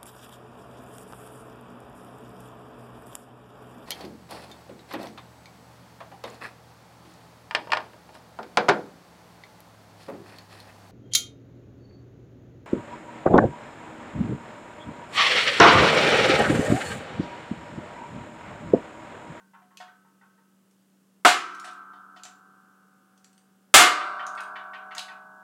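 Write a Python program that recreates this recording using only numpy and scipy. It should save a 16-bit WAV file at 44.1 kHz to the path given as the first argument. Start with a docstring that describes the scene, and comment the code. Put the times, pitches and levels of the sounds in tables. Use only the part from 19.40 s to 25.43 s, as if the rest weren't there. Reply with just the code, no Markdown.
"""Faint, even creaks sound over the low hum of a pump and the soft hiss of a workshop.
A hydraulic press is driving a steel beam into a die (a shaped block), folding a sheet between them.
The sheet sticks and slips with creaks and hollow knocks, and ticks as edges crack and scale flakes off.
Twice it snaps through with a bang that overloads the microphone and leaves the steel ringing."""
import sys
import numpy as np
from scipy import signal
from scipy.fft import rfft, irfft, next_fast_len
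from scipy.io import wavfile

SR = 44100
rng = np.random.default_rng(int(sys.argv[2]) if len(sys.argv) > 2 else 0)


def unload_audio(sound):
    """Save the sound as a 16-bit wav file, at the path given as the first command line argument."""
    columns = np.transpose(np.atleast_2d(sound))
    # keep every value between -1 and 1, then stretch to whole-number steps
    steps = np.round(np.clip(columns, -1, 1) * 32767)
    wavfile.write(sys.argv[1], SR, steps.astype(np.int16))


N = 265905
TIME = np.arange(N) / SR
ONE_SECOND = TIME[:SR]

# The pump's hum. Each row: pitch in Hz, average (rms) level in dB.
PUMP_TONES = [(192.3, -64.5), (115, -87), (291, -81)]
# The workshop's rumble and hiss. Each row: frequency in Hz, relative level in dB.
AIR_SPECTRUM = [(30, -39.5), (70, -21), (120, -6), (170, 3), (330, -2), (500, -5.5), (700, -11),
                (1400, -11.5), (2000, -17), (2400, -20.5), (2800, -16.5), (4000, -21.5), (8000, -19),
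                (16000, -24)]
# Runs of slips over the die edge. Each row: start and latest time in seconds, first gap in seconds,
# level in dB, loss per slip in dB, change for every second slip in dB, low cut in Hz, brightness in Hz.
# Brightness is the frequency above which a sound is muffled.
SLIP_RUNS = [(-0.040, 1.07, 0.1750, -58.5, 1.5, 7, 730, 1586),
             (4.608, 5.78, 0.1850, -37.5, 1.13, -1, 1440, 2320)]
# The blur of many tones in beam and die, drawn out by the workshop. Each row: frequency in Hz,
# relative level in dB, ring time in seconds. Ring time (t60) is how long a sound takes to fall 60 dB.
PRESS_BLUR = [(60, -40, 0.49), (120, -26.5, .4), (220, -15.5, 0.36), (358, -10.5, 0.67), (575, -12.5, 0.37),
              (760, 0.5, 0.26), (1010, -3.5, .5), (1510, 3.5, 0.37), (2080, -4.5, 0.44), (3370, -1, 0.32),
              (5400, -7.5, 0.34), (8500, -3.5, 0.23), (11100, -10.5, 0.25), (16100, -17.5, 0.16)]
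# The die edge where the sheet rubs. Each row: pitch in Hz, relative level in dB, ring time in seconds.
EDGE_TONES = [(913, -5.5, .3), (1090, -8, 0.44), (1290, -17.5, .35), (1520, -11.5, 0.69), (1735, -16, 0.17),
              (1866, -0.5, 0.046), (3070, -6, 0.14), (3700, -47, 0.46)]
# Long tones of the sheet's free wings, clamped differently by each fold. Each row: pitch in Hz,
# then level in dB and ring time in seconds for the first bang, then the same two for the second.
SHEET_TONES = [(286.0, -57, 4.1, -60, 5.2), (310.4, -55, 1.4, -47, 1.3), (355.8, -53, 2.8, -57, 4.6),
               (424.4, -74, 12.0, -55, 5.2), (561.2, -77, 12.0, -68, 7.7), (593.7, -72, 1.9, -34, 1.5),
               (627.3, -72, 5.2, -49, 7.7), (695.0, -60, 3.1, -48, 6.0), (755.5, -63, 12.0, -43, 8.7),
               (797.7, -68, 2.6, -55, 6.0), (875.8, -58, 4.6, -50, 7.2), (934.0, -66, 5.6, -54, 12.0),
               (970.3, -50, 1.2, -33, 2.6), (995.1, -54, 3.8, -50, 8.2), (1043.2, -59, 5.2, -40, 3.6),
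               (1071.3, -67, 7.2, -52, 6.3), (1095.2, -48, 2.8, -46, 7.2), (1141.9, -52, 4.3, -34, 4.3),
               (1188.7, -44, 2.3, -28, 2.6), (1227.6, -48, 4.6, -36, 3.0), (1291.0, -39, 3.1, -40, 4.3),
               (1333.7, -37, 2.3, -44, 5.6), (1371.4, -48, 4.1, -31, 2.8), (1422.5, -54, 4.9, -48, 3.1),
               (1446.4, -57, 6.0, -56, 8.2), (1499.9, -52, 4.9, -41, 8.7), (1551.6, -43, 3.6, -34, 2.4),
               (1600.5, -48, 1.9, -50, 4.9), (1649.1, -71, 12.0, -50, 12.0), (1705.8, -62, 4.6, -54, 3.8)]
# The sheet lurches in the die. Each row: start in seconds, creak level in dB, brightness in Hz.
LURCHES = [(0.218, -68.5, 2415), (0.402, -47, 4530), (2.243, -45.5, 8100), (2.276, -51.5, 4400),
           (2.532, -61, 4410), (2.763, -55.5, 5650), (2.851, -55, 4400), (5.566, -45.5, 5750)]
# The hollow of the die. Each row: pitch in Hz, relative level in dB, ring time in seconds.
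HOLLOW_TONES = [(640, -9.5, 0.27), (730.7, 3, 0.37), (880, -17, 0.27)]
# Edges crack. Each row: start in seconds, relative peak level in dB, pitch in Hz.
EDGE_CRACKS = [(0.372, -34.5, 2800), (2.148, -39, 6600), (2.198, -35.5, 7060), (2.835, -28, 7560),
               (2.853, -33, 7170), (4.867, -28, 6260), (5.55, -30.5, 6960), (5.581, -20.5, 4300),
               (5.593, -25, 3080)]
# Scale flakes off the bend. Each row: start and end in seconds, typical relative peak level in dB.
FLAKING_SPELLS = [(1.30, 1.54, -62.5), (2.22, 2.351, -46.5), (3.76, 4.018, -49.5), (4.93, 5.055, -41.5)]
# The sheet snaps through and strikes the die. Each row: start in seconds, strength in dB,
# brightness in Hz, thud strength in dB, level of the sheet's weak tones in dB.
SNAPS = [(1.8487, -8, 4567, -4.5, -38.5), (4.3400, 2, 12070, -10.5, -30.5)]
# Short tones of the clamped beam and die. Each row: pitch in Hz, relative level in dB, ring time in seconds.
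PRESS_TONES = [(640, -20, .3), (722, -10, .33), (796, -14, .34), (1085, -18, .3), (1153, -15, .5),
               (1237, -14, .58), (1304, -15, .55), (1519, -12, .3), (2114, -9, .34), (2246, -18, .3),
               (2430, -18, .36), (2910, -23, .35), (3311, -20, .35), (3440, -21, .37), (7326, -14, .3),
               (7872, -20, .3), (8776, -20, .28), (8960, -17, .25), (9459, -22, .3), (12945, -24, .18)]
# The settling sheet hits the die again. Each row: start in seconds, strength in dB, brightness in Hz.
REBOUNDS = [(1.876, -19, 7026), (4.361, -16, 5036), (4.396, -9, 7000), (4.432, -38, 5710)]
# Weak tones between the sheet's main ones. Each row: frequency in Hz, relative level in dB
# at the first bang, then at the second.
WEAK_SHEET_SPECTRUM = [(716, -17.5, -4.5), (890, -26.5, -20), (1110, -9, -13), (1380, 3.5, 3),
                       (1420, -7.5, -13.5), (1570, -4, 1.5), (1599, -21.5, -17.5)]


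def from_db(db):
    """Turn decibels into a gain to multiply by."""
    return 10 ** (np.asarray(db) / 20)


def unit_rms(x):
    """Scale a sound to an average (rms) level of 1."""
    return x / np.sqrt(np.mean(x ** 2) + 1e-20)


def look_up(table, hz, column=1):
    """Read between the rows of a table, on a musical (log) frequency scale."""
    table = np.array(table)
    return np.interp(np.log(np.maximum(hz, 1)), np.log(table[:, 0]), table[:, column])


def keep_side(x, hz, side, order=2):
    """Keep the "low" or "high" side of hz; a higher order cuts more steeply."""
    return signal.sosfilt(signal.butter(order, min(hz, .45 * SR), side, fs=SR, output="sos"), x)


def fade(t, t60):
    """Die away, 60 dB down after t60 seconds."""
    return np.exp(-np.log(1000) * t / t60)


def tone(hz, t60):
    """One second of a dying tone: one way the steel can vibrate."""
    return np.sin(2 * np.pi * hz * ONE_SECOND + rng.uniform(0, 2 * np.pi)) * fade(ONE_SECOND, t60)


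def ring(table):
    """All the tones of a struck part, sounding together."""
    return sum(from_db(db) * tone(hz, t60) for hz, db, t60 in table)


def add(out, start_s, sound):
    """Mix a sound in at its start time."""
    first = round(start_s * SR)
    heard = sound[max(-first, 0):N - first]
    out[max(first, 0):max(first, 0) + len(heard)] += heard


def pump():
    """The pump hums, low and steady."""
    return sum(np.sqrt(2) * from_db(db) * np.sin(2 * np.pi * hz * TIME) for hz, db in PUMP_TONES)


def workshop_air(level_db=-67.5):
    """The workshop rumbles and hisses softly."""
    size = next_fast_len(N)
    colour = from_db(look_up(AIR_SPECTRUM, np.fft.rfftfreq(size, 1 / SR)))
    noise = irfft(rfft(rng.standard_normal(size)) * colour, size)[:N]
    return from_db(level_db) * unit_rms(noise)


def slip_beat(max_slips=8, gap_shrink=0.013, slip_s=0.0095):
    """Pushed steadily, the sheet sticks and slips in a beat that fades as it gives; list the creaks."""
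    rows = []
    for start, end, gap, db, loss_db, accent_db, low_hz, bright_hz in SLIP_RUNS:
        for k in range(max_slips):
            if start < end:
                rows.append((start, db - loss_db * k + accent_db * (k % 2), low_hz, bright_hz, slip_s))
            start += gap * (1 - gap_shrink) ** k
    return rows


def press_blur():
    """Countless tones of beam and die blur into bands of noise, each dying at its own pace."""
    hz = np.fft.rfftfreq(SR, 1 / SR)
    spectrum = from_db(look_up(PRESS_BLUR, hz)) * np.exp(2j * np.pi * rng.random(len(hz)))
    edges_hz = np.geomspace(70, 17000, 20)
    blur = np.zeros(SR)
    for low, high in zip(edges_hz, edges_hz[1:]):
        band = irfft(spectrum * (hz >= low) * (hz < high))
        t60 = look_up(PRESS_BLUR, np.sqrt(low * high), column=2)
        blur += band * fade(ONE_SECOND, t60)
    return blur / np.std(irfft(spectrum))


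def creaks(slips_per_s=1500, damping_t60=3.1, lurch_low_hz=520, lurch_s=0.0074):
    """Each creak is a dying burst of tiny slips that shakes the press and rings the die edge."""
    out, t = np.zeros(N), TIME[:SR // 10]
    bodies = [press_blur() * fade(ONE_SECOND, damping_t60) + ring(EDGE_TONES) for _ in range(2)]
    lurches = [(start, db, lurch_low_hz, bright_hz, lurch_s) for start, db, bright_hz in LURCHES]
    for k, (start, db, low_hz, bright_hz, decay_s) in enumerate(lurches + slip_beat()):
        slipping = rng.random(len(t)) < slips_per_s / SR
        slips = slipping * rng.standard_normal(len(t)) * np.exp(-t / decay_s)
        slips[0] += 1   # the contact breaks loose
        shaken = signal.fftconvolve(slips, bodies[k % 2][:SR // 2])
        creak = keep_side(keep_side(shaken, low_hz, "high"), bright_hz, "low", order=3)
        add(out, start, from_db(db) * creak / np.std(creak[:SR // 25]))   # level of the first 40 ms
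    return out


def strain_ring(creaking, gain_db=-22, t60=1.5):
    """The creaks keep the sheet's strongest tones ringing faintly."""
    tones = sum(tone(hz, t60) for hz, db, *_ in SHEET_TONES if db > -45)
    return from_db(gain_db) * signal.fftconvolve(creaking, tones / np.linalg.norm(tones))[:N]


def hollow_knocks(rise_s=0.00061, boost_db=3.5, db_per_octave=-6.5, reference_hz=4500):
    """Each lurch is a soft blow on the hollow die; the duller its creak, the more goes into the knock."""
    out = np.zeros(N)
    attack = 1 - np.exp(-ONE_SECOND / rise_s)
    for start, db, bright_hz in LURCHES:
        knock_db = db + boost_db + db_per_octave * np.log2(bright_hz / reference_hz)
        add(out, start, from_db(knock_db) * ring(HOLLOW_TONES) * attack)
    return out


def ticks(crack_t60=0.017, ping_width_hz=700, ping_db=9, room_db=-1.5, room_t60=0.3, gain_db=-1):
    """Each brief crack pings a small, stiff patch of steel and echoes in the workshop."""
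    out, t = np.zeros(N), TIME[:SR // 10]
    for start, db, hz in EDGE_CRACKS + flakes():
        crack = keep_side(rng.standard_normal(len(t)) * fade(t, crack_t60), 2000, "high")
        ping = signal.lfilter(*signal.iirpeak(hz, hz / ping_width_hz, fs=SR), crack)
        tick = keep_side(crack + from_db(ping_db) * ping, 6600, "low")
        add(out, start, from_db(db + gain_db) * tick / np.abs(tick).max())
    echoes = keep_side(rng.standard_normal(SR) * fade(ONE_SECOND, room_t60), 13700, "low")
    return out + from_db(room_db) * signal.fftconvolve(out, echoes / np.linalg.norm(echoes))[:N]


def flakes(per_spell=4, pitch_hz=8500, spread_octaves=0.063, spread_db=4):
    """Scale, the crust on the steel, flakes off the bend; list its faint, scattered ticks."""
    rows = []
    for start, end, db in FLAKING_SPELLS:
        for k in range(per_spell):
            when = start + (end - start) * (k + rng.random()) / per_spell
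            flake_db = db + spread_db * rng.normal()
            hz = pitch_hz * 2 ** (spread_octaves * rng.normal())
            rows.append((when, flake_db, hz))
    return rows


def press_blow(bright_hz, tones_db=-0.5):
    """Struck once, beam and die give a few clear tones over the blur."""
    struck = press_blur() + from_db(tones_db) * ring(PRESS_TONES)
    return keep_side(struck, bright_hz, "low", order=1)


def bangs(rise_s=.0015, thud_t60=0.12, boom_hz=716, boom_db=-5, boom_t60=.19):
    """Each snap slams the press, with a heavy thud and a boom of the die; lighter hits follow."""
    out = np.zeros(N)
    attack = 1 - np.exp(-ONE_SECOND / rise_s)
    for start, db, bright_hz, thud_db, _ in SNAPS:
        noise = keep_side(rng.standard_normal(SR), 600, "high")
        thud = keep_side(noise, 1500, "low", order=3) * fade(ONE_SECOND, thud_t60)
        thud /= np.std(thud[:SR // 100])
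        boom = from_db(boom_db) * tone(boom_hz, boom_t60)
        bang = from_db(db) * press_blow(bright_hz) + from_db(thud_db) * (thud + boom)
        add(out, start, attack * bang)
    for start, db, bright_hz in REBOUNDS:
        add(out, start, from_db(db) * attack * press_blow(bright_hz))
    return out


def sheet_ring(split_hz=2.9, twin_db=-11, weak_count=28, weak_t60=3):
    """The sheet rings for seconds; its two nearly equal wings make each main tone waver."""
    out = np.zeros(N)
    twin_gain = from_db(twin_db)
    for k, (start, *_, weak_db) in enumerate(SNAPS):
        t = TIME[:N - round(start * SR)]
        sine = lambda hz: np.sin(2 * np.pi * hz * t + rng.uniform(0, 2 * np.pi))
        for hz, *folds in SHEET_TONES:
            db, t60 = folds[2 * k:2 * k + 2]
            wing = sine(hz)
            twin = twin_gain * sine(hz + split_hz * rng.uniform(-0.51, 1))
            pair = (wing + twin) / np.hypot(1, twin_gain)
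            add(out, start, from_db(db) * pair * fade(t, t60))
        weak_hz = np.linspace(700, 1650, weak_count) + rng.uniform(-17, 17, weak_count)
        weak = sum(from_db(look_up(WEAK_SHEET_SPECTRUM, hz, column=k + 1)) * sine(hz) for hz in weak_hz)
        add(out, start, from_db(weak_db) * unit_rms(weak) * fade(t, weak_t60))
    return out


def shimmer(lowest_hz=1850, gain_db=-41, t60=1.17, damping=0.37, db_per_octave=-3.0, count=70):
    """Thin, high tones of the sheet outlast each bang; the higher, the weaker and shorter."""
    out = np.zeros(N)
    for start, db, *_ in SNAPS:
        octaves = rng.uniform(0, 2.5, count)
        gains = from_db(db + gain_db + db_per_octave * octaves)
        tones = sum(gain * tone(lowest_hz * ratio, t60 / ratio ** damping)
                    for gain, ratio in zip(gains, 2 ** octaves))
        add(out, start, tones * (1 - ONE_SECOND ** 8))   # silent after one second
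    return out


def scene():
    """Press, sheet and workshop, mixed at one microphone."""
    creaking = creaks()
    snaps = bangs() + sheet_ring() + shimmer()
    mix = snaps + creaking + strain_ring(creaking) + hollow_knocks() + ticks() + pump() + workshop_air()
    return mix[None]


def record(dry, soft_limit=.72, hard_limit=.77, low_cut_hz=75, top_hz=16100):
    """The bangs overload the microphone and are clipped; deep bass and the highest treble are cut."""
    treble_cut = signal.ellip(10, .1, 80, top_hz, fs=SR, output="sos")
    overloaded = soft_limit * np.tanh(dry / soft_limit)
    filtered = signal.sosfilt(treble_cut, keep_side(overloaded, low_cut_hz, "high", order=1))
    return signal.sosfiltfilt(treble_cut, np.clip(filtered, -hard_limit, hard_limit))


dry = scene()
out = record(dry)
unload_audio(out)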